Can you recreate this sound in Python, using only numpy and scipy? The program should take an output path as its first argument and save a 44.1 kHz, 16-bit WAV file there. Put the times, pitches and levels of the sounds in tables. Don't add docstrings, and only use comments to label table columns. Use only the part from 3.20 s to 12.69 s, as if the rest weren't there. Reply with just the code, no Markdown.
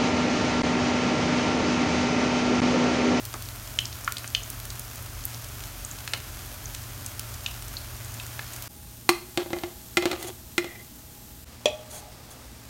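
import sys
import numpy as np
from scipy import signal
from scipy.fft import rfft, irfft
from scipy.io import wavfile

SR = 44100
rng = np.random.default_rng(int(sys.argv[2]) if len(sys.argv) > 2 else 0)


def unload_wav(signal):
    wavfile.write(
        sys.argv[1],
        SR,
        np.round(np.clip(np.atleast_2d(signal).T, -1, 1) * 32767).astype(np.int16),
    )


N = 418509
PLATE_START_S, BOWL_START_S = 5.48, 8.245

# frequency_hz, level_db, t60_s
BOWL_MODES = [(603.6, -2.5, 0.18), (621, -25.5, 1), (590, -34, 0.2), (255, -20, 0.059), (683, -18, 0.14),
              (730, -28, 0.4), (840, -30.5, 0.78), (1150, -34, 0.44), (1850, -24, 0.16), (2460, -13, 0.12),
              (2570, -13, 0.056), (2660, -26, .12), (3320, 2.5, 0.024), (3290, 4.5, 0.0084),
              (3560, -37, .2), (3460, -9, 0.043), (4820, -33, .05), (5790, -10, 0.039), (6500, -23, 0.055),
              (7200, -20, 0.075), (8860, -25, 0.049)]
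# frequency_hz, gain_db
RASP_SPECTRUM = [(400, -3), (2400, -8), (3220, -6), (3390, 8), (3560, -18), (4000, -1), (5200, -10),
                 (6650, 4.5), (7700, -4), (8400, 1), (10000, 1.5), (11200, 1), (12500, -6), (16000, -11.5)]


def undb(db):
    return 10 ** (np.asarray(db) / 20)


def unit(x):
    return x / np.sqrt(np.mean(x ** 2) + 1e-20)


def clock(seconds):
    return np.arange(int(seconds * SR)) / SR


def fade(t, t60):
    return np.exp(-np.log(1000) * t / max(t60, 1e-4))


def add(out, start_s, x):
    i = max(int(start_s * SR), 0)
    out[i:i + len(x)] += x[:len(out) - i]


def colour(x, spectrum, size=4096):
    hz, db = np.transpose(spectrum)
    bin_hz = np.arange(size // 2 + 1) * SR / size
    log_gain = np.log(undb(np.interp(np.log(bin_hz + 1), np.log(hz), db)))
    cepstrum = irfft(log_gain)[:size // 2]
    cepstrum[1:] *= 2
    response = irfft(np.exp(rfft(cepstrum, size)))
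    return signal.oaconvolve(x, response / np.linalg.norm(response))[:len(x)]


def drift(rate_hz):
    knots = rng.standard_normal(size=4096)
    return 1.2 * np.interp(np.arange(N) / SR * rate_hz, np.arange(len(knots)), knots)


def grains(per_s, spread_db):
    size = undb(spread_db * np.minimum(rng.exponential(size=N), 7))
    occurs = rng.random(N) < per_s / SR
    return unit(occurs * size * rng.choice([-1, 1], N))


def burst(t60):
    t = clock(.12)
    return rng.choice([-1., 1.], len(t)) * fade(t, t60)


def ring(modes):
    t = clock(.7)
    return sum((-1) ** k * undb(db) * fade(t, t60) * np.sin(2 * np.pi * hz * t)
               for k, (hz, db, t60) in enumerate(modes))


def sizzle(spectrum, level_db, bubbles_per_s, spread_db):
    fizz = grains(bubbles_per_s, spread_db) + 1.1 * rng.standard_normal(N)
    flicker_db = .35 * drift(25)
    return unit(colour(fizz, spectrum)) * undb(level_db + flicker_db)


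def hum(near, waver_rad=0.75):
    # frequency_hz, near_db, far_db
    tones = [(92, -51.5, -87), (115.7, -45, -55), (826, -87, -67.5)]
    t = np.arange(N) / SR
    out = np.zeros(N)
    for hz, near_db, far_db in tones:
        tone = np.sqrt(2) * np.sin(2 * np.pi * hz * t + waver_rad * drift(3.9))
        out += tone * undb((near_db if near else far_db) + 2 * drift(6.1))
    return out


def burner(near):
    # frequency_hz, gain_db
    near_spectrum = [(15, -28), (45, -6), (64, 0.5), (80, 3.5), (102, -3), (135, -4.5), (170, -13),
                     (200, -13.5), (240, -9.5), (330, -14), (450, -16.5), (700, -34)]
    far_spectrum = [(15, -11.5), (35, -18), (56, 4.5), (67, 0.5), (77, 5), (92, -5), (114, -7.5),
                    (145, -5.5), (200, -8), (250, -5), (330, -11.5), (450, -18.5), (700, -34)]
    spectrum, level_db = (near_spectrum, -45) if near else (far_spectrum, -48.5)
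    return undb(level_db) * unit(colour(rng.standard_normal(N), spectrum, size=16384))


def throb(level_db=-48.5, swell_db=3.5, swell_rate_hz=4.5):
    # frequency_hz, gain_db
    spectrum = [(15, -52), (34, -36), (44, -12), (49, -4), (56, -19), (80, -50), (200, -64)]
    rumble = unit(colour(rng.standard_normal(N), spectrum, size=16384))
    return rumble * undb(level_db + swell_db * drift(swell_rate_hz))


def pop(level_db, centre_hz, octaves, t60, snap):
    half_width = max(octaves, .1) / 2
    edges_hz = np.clip(centre_hz * 2 ** np.array([-half_width, half_width]), [50, 100], [14000, 17000])
    kick = burst(t60)
    kick[0] = snap
    cavity = signal.sosfilt(signal.butter(2, edges_hz, "band", fs=SR, output="sos"), kick)
    return undb(level_db) * cavity / np.linalg.norm(cavity) * np.sqrt(.004 * SR)


def small_pops(count=70, floor_db=-45.5, range_db=9, low_hz=4000, span_octaves=1.45):
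    return [(when * PLATE_START_S, floor_db + range_db * size ** 2,
             low_hz * 2 ** (span_octaves * pitch), 0.66 + 2 * width)
            for when, size, pitch, width in rng.random((count, 4))]


def spits(overtone_ratio=1.96, overtone_db=-10.5):
    # start_s, level_db, centre_hz, width_octaves
    loud_pops = [(.053, -31, 9000, 3.2), (.14, -33, 2500, 3.7), (.2235, -34, 7500, 2.7),
                 (.288, -35, 8000, 4.6), (0.5885, -16.5, 2980, 0.51), (.655, -29, 6000, .62),
                 (.846, -33.5, 6950, 0.73), (0.8772, -19.5, 1280, .5), (0.9225, -27, 7000, 3.6),
                 (.9693, -29.5, 3800, 0.53), (.983, -32.5, 5000, 2.2), (1.044, -33.5, 1540, 1.4),
                 (1.0771, -34, 6960, 1), (1.149, -16.5, 3090, 0.42), (1.235, -37.5, 6740, 0.17),
                 (1.302, -29, 11000, 1.1), (1.4007, -35, 4500, 4.7), (1.4537, -34, 6000, 4.4),
                 (1.5036, -34, 4940, 1.2), (1.5954, -30, 10200, 1.1), (1.758, -36, 11000, 1.4),
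                 (2.0533, -23.5, 13000, .69), (2.1456, -37.5, 4770, .9), (2.649, -30, 7360, .44),
                 (2.7128, -34, 7100, 0.21), (2.877, -29, 2430, 2.2), (2.9355, -21.5, 3060, 1.6),
                 (3.4571, -33, 6300, .31), (3.5487, -31.5, 4670, 1.9), (3.8627, -29.5, 7800, 1),
                 (3.995, -27, 7500, 2.7), (4.262, -23.5, 3120, 0.39), (4.5687, -29.5, 4300, 0.23),
                 (4.9995, -33.5, 3300, 0.77), (5.1931, -30, 1310, 1.9), (5.3633, -36.5, 11000, 5.5),
                 (5.424, -33, 11000, 3.1)]
    out = np.zeros(N)
    for start_s, db, hz, octaves in loud_pops + small_pops():
        t60 = 0.014 * (3000 / hz) ** 0.3
        add(out, start_s, pop(db, hz, octaves, t60, snap=8.2))
        if hz < 4000:
            add(out, start_s, pop(db + overtone_db, hz * overtone_ratio, octaves, t60, snap=4))
    return out


def bumps():
    # start_s, level_db, centre_hz
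    knocks = [(.141, -30, 547), (2.936, -27.5, 1200)]
    out = np.zeros(N)
    for start_s, db, hz in knocks:
        add(out, start_s, pop(db, hz, octaves=2.45, t60=0.1, snap=5.6))
    return out


def whistle(start_hz=9500, rise_hz_per_s=250, start_db=-58, fade_db_per_s=4, waver_rad=5.2):
    age_s = np.maximum(np.arange(N) / SR - PLATE_START_S, 0)
    pitch_hz = start_hz + rise_hz_per_s * age_s
    level_db = start_db - fade_db_per_s * age_s + 2 * drift(40)
    phase = 2 * np.pi * np.cumsum(pitch_hz) / SR + waver_rad * drift(180)
    return np.sqrt(2) * undb(level_db) * np.sin(phase)


def clack(spectrum, t60, snap, tail_db, tail_t60):
    kick = burst(t60) + undb(tail_db) * burst(tail_t60)
    kick[0] = snap
    return colour(kick, spectrum)


def spatula(clack_db=-1.56, stand_db=-16):
    # start_s, strength_db, tilt_db_per_octave, blade_relative_db
    blows = [(5.8915, -12.5, 3.2, -6), (6.175, -20, -2.5, -12), (6.2608, -37.5, -6.5, -12),
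             (6.3052, -34.5, -5.5, -20), (6.3317, -26, -5, -4.5), (6.3658, -35, -6.5, -6),
             (6.387, -37, -1.5, -10), (6.4362, -27.5, -4.5, -9), (6.771, -18.5, -1, 1.5),
             (6.7761, -23.5, -2.5, -14), (6.824, -28.5, -2.5, 0), (6.8561, -19, -3.2, -12),
             (6.9148, -26.5, -1, -2.5), (6.931, -28, -4, -20), (7.028, -31.5, 6, -23),
             (7.3803, -19.5, -1.5, 0), (7.444, -32.5, -3.5, -2.5)]
    # frequency_hz, level_db, t60_s
    plate_modes = [(349, -0.5, 0.16), (365, -24, 0.72), (328, -14, 0.063), (209, -21, 0.076),
                   (174, -20, 0.044), (390, -38, 0.058)]
    rim_modes = [(566, 2.5, 0.034), (644, -7, 0.15), (726, -4, 0.03), (722, -26, 0.13), (800, -10, 0.11),
                 (1140, -12, 0.099)]
    stand_modes = [(760, 2.5, 0.029), (780, -24, 0.048), (880, -12.5, 0.068), (1080, 4, 0.032),
                   (1087, -1.5, 0.063), (1155, 2.5, 0.027), (1400, -16, 0.043), (2180, -10, .05)]
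    blade_modes = [(1383, -0.5, 0.036), (1580, -33, 0.062), (1790, -23, 0.077), (2058, 8.5, 0.025),
                   (2130, 0, 0.03), (2424, -1.5, 0.044), (3020, -8, 0.022), (3180, -18, 0.049),
                   (4020, -26, 0.044), (4050, -8, 0.038), (4600, -40, 0.04), (5320, -13, 0.055),
                   (5900, -15, 0.038), (6700, -11, 0.045), (7400, -40, 0.067)]
    # frequency_hz, gain_db
    contact_spectrum = [(100, -11), (250, -25.5), (520, -4.5), (800, 0), (1150, -7.5), (1700, -2),
                        (2200, -3.5), (2800, -3.5), (4200, -0.5), (5200, -9.5), (9000, -8.5),
                        (11000, -12.5), (16000, -17)]
    out = np.zeros(N)
    plate, rim, blade = ring(plate_modes), ring(rim_modes), ring(blade_modes)
    for start_s, strength_db, tilt, blade_db in blows:
        tilted = [(hz, db + tilt * np.log2(hz)) for hz, db in contact_spectrum]
        contact = clack(tilted, t60=0.041, snap=14, tail_db=-16, tail_t60=0.12)
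        add(out, start_s, undb(strength_db + clack_db) * contact)
        body = undb(0.4 - 0.5 * tilt) * plate + undb(-11.5 - 1.6 * tilt) * rim
        add(out, start_s, undb(strength_db) * (body + undb(blade_db) * blade))
    add(out, blows[0][0], undb(stand_db) * ring(stand_modes))
    return out


def friction(starts_s, lengths_s, levels_db, slips_per_s, uneven_db=2):
    force = np.zeros(N)
    for start_s, length_s, db in zip(starts_s, lengths_s, levels_db):
        arch = np.sqrt(np.abs(np.sin(np.pi * clock(length_s) / length_s)))
        add(force, start_s, undb(db) * arch)
    return force * grains(slips_per_s, spread_db=2.2) * undb(uneven_db * drift(90))


def drags():
    # start_s, length_s, rasp_db, crunch_db, buzz_db
    strokes = [(6.176, 0.061, -67, -35, -60), (6.28, 0.25, -64, -47.5, -66), (6.82, 0.15, -58, -32, -58),
               (6.97, 0.11, -46, -40, -53), (7.066, 0.041, -41, -40, -62), (7.39, 0.17, -65, -48, -47.5),
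               (7.548, .026, -68, -46.5, -46), (7.575, 0.047, -51, -56.5, -53)]
    # frequency_hz, gain_db
    crunch_spectrum = [(100, -21), (260, -5), (355, 17.5), (450, 3), (740, 5.5), (1050, -3), (1400, -1.5),
                       (2000, -9), (3200, -2), (4500, -10), (7000, -17), (16000, -40)]
    buzz_spectrum = [(1000, -64), (1850, -13), (2010, -2), (2080, -2), (2200, -20), (2340, -13),
                     (2700, -33), (5000, -47)]
    start_s, length_s, rasp_db, crunch_db, buzz_db = np.transpose(strokes)
    rasp = friction(start_s, length_s, rasp_db, slips_per_s=3000)
    crunch = friction(start_s, length_s, crunch_db, slips_per_s=700)
    buzz = friction(start_s, length_s, buzz_db, slips_per_s=1600, uneven_db=-0.5)
    return colour(rasp, RASP_SPECTRUM) + colour(crunch, crunch_spectrum) + colour(buzz, buzz_spectrum)


def spoon(start_s=8.4573, ring_db=-11.5, clack_db=-16):
    # frequency_hz, gain_db
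    contact_spectrum = [(100, -18), (380, 7), (750, 3.5), (1400, -12), (2300, -1), (3300, 7), (4400, -6),
                        (6500, -12), (10000, -18), (16000, -34)]
    contact = clack(contact_spectrum, t60=0.02, snap=12, tail_db=-10, tail_t60=0.13)
    out = np.zeros(N)
    add(out, start_s, undb(ring_db) * ring(BOWL_MODES))
    add(out, start_s, undb(clack_db) * contact)
    return out


def scrapes():
    # start_s, length_s, rasp_db, rub_db, smear_db
    strokes = [(8.698, 0.11, -41, -48, -55), (8.8, 0.087, -71, -48, -56), (8.9, 0.45, -64, -63, -57.5),
               (9.1, 0.041, -48.5, -68, -74)]
    # frequency_hz, gain_db
    smear_spectrum = [(100, -20), (300, 4), (600, 1), (1000, 2), (1500, -6), (2800, -13), (4500, -10),
                      (16000, -26)]
    start_s, length_s, rasp_db, rub_db, smear_db = np.transpose(strokes)
    rub = friction(start_s, length_s, rub_db, slips_per_s=1200)
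    smear = friction(start_s, length_s, smear_db, slips_per_s=2300)
    rasp = friction(start_s, length_s, rasp_db, slips_per_s=11000)
    low_ring = ring([(hz, 0, t60 / 2) for hz, _, t60 in BOWL_MODES if 500 < hz < 1000])
    bowl = signal.fftconvolve(rub, low_ring / np.linalg.norm(low_ring))[:N]
    return bowl + colour(smear, smear_spectrum) + colour(rasp, RASP_SPECTRUM)


def kitchen(x, early_db, room_db, early_t60, room_t60):
    t = clock(.6)
    echo = np.zeros(len(t))
    for db, t60, delay_s in [(early_db, early_t60, .002), (room_db, room_t60, .008)]:
        reflections = rng.standard_normal(len(t)) * fade(t, t60) * (t > delay_s)
        echo += undb(db) * reflections / np.linalg.norm(reflections)
    echo = signal.sosfilt(signal.butter(1, [350, 8000], "band", fs=SR, output="sos"), echo)
    return x + signal.oaconvolve(x, echo)[:N]


def gate(start_s, end_s, rise_s=0.03):
    t = np.arange(N) / SR
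    return np.clip((t - start_s) / rise_s, 0, 1) * (t < end_s)


def scene():
    # frequency_hz, gain_db
    oil_at_pan = [(280, -38.5), (470, -14), (585, 2), (869, -1.5), (1370, 1), (1970, -3.5), (2600, -3),
                  (2840, -5), (3150, -3), (3810, -5.5), (6730, -3.5), (7680, -6.5), (10400, -4),
                  (12400, -3.5), (15500, -7)]
    oil_at_plate = [(280, -54), (470, -8), (594, -11), (639, 0), (762, -16), (796, -3), (921, -8.5),
                    (1540, -10), (2180, -12.5), (3060, -10), (4880, -9.5), (6440, -8), (10400, -9),
                    (13000, -5), (15500, -10)]
    oil_at_bowl = [(280, -30), (470, -2), (882, -4.5), (1080, -8), (1180, -4), (1390, -8), (2880, -10),
                   (3340, -10), (5100, -9.5), (15500, -14.5)]
    # time_s, level_db
    hiss_treble = [(5.55, -53.5), (6.29, -50), (7.46, -52.5), (8.08, -52.5), (8.2, -52.5)]
    far_stove = hum(near=False) + burner(near=False)
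    at_pan = sizzle(oil_at_pan, level_db=-41.5, bubbles_per_s=7000, spread_db=3.5)
    at_pan += hum(near=True) + burner(near=True) + throb()
    at_pan += kitchen(spits() + bumps(), early_db=-6, room_db=-9.5, early_t60=0.012, room_t60=0.32)
    hiss_db = 5 + np.interp(np.arange(N) / SR, *np.transpose(hiss_treble))
    at_plate = sizzle(oil_at_plate, hiss_db, bubbles_per_s=10000, spread_db=3) + far_stove + whistle()
    at_bowl = sizzle(oil_at_bowl, level_db=-49, bubbles_per_s=7700, spread_db=3) + far_stove
    utensils = spatula() + drags() + spoon() + scrapes()
    utensils = kitchen(utensils, early_db=-15, room_db=-12, early_t60=0.045, room_t60=0.37)
    utensils = signal.sosfilt(signal.butter(2, 110, "high", fs=SR, output="sos"), utensils)
    mono = (at_pan * gate(-np.inf, PLATE_START_S) + at_plate * gate(PLATE_START_S, BOWL_START_S)
            + at_bowl * gate(BOWL_START_S, np.inf) + utensils)
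    return np.array([mono, mono])


def record(dry, notch_hz=10400, notch_q=9, notch_depth=0.35, ceiling=.75, top_hz=15850):
    notch_band = signal.lfilter(*signal.iirpeak(notch_hz, notch_q, fs=SR), dry)
    clipped = np.clip(dry - notch_depth * notch_band, -ceiling, ceiling)
    return signal.sosfilt(signal.ellip(10, .2, 70, top_hz, fs=SR, output="sos"), clipped)


dry = scene()
out = record(dry)
unload_wav(out)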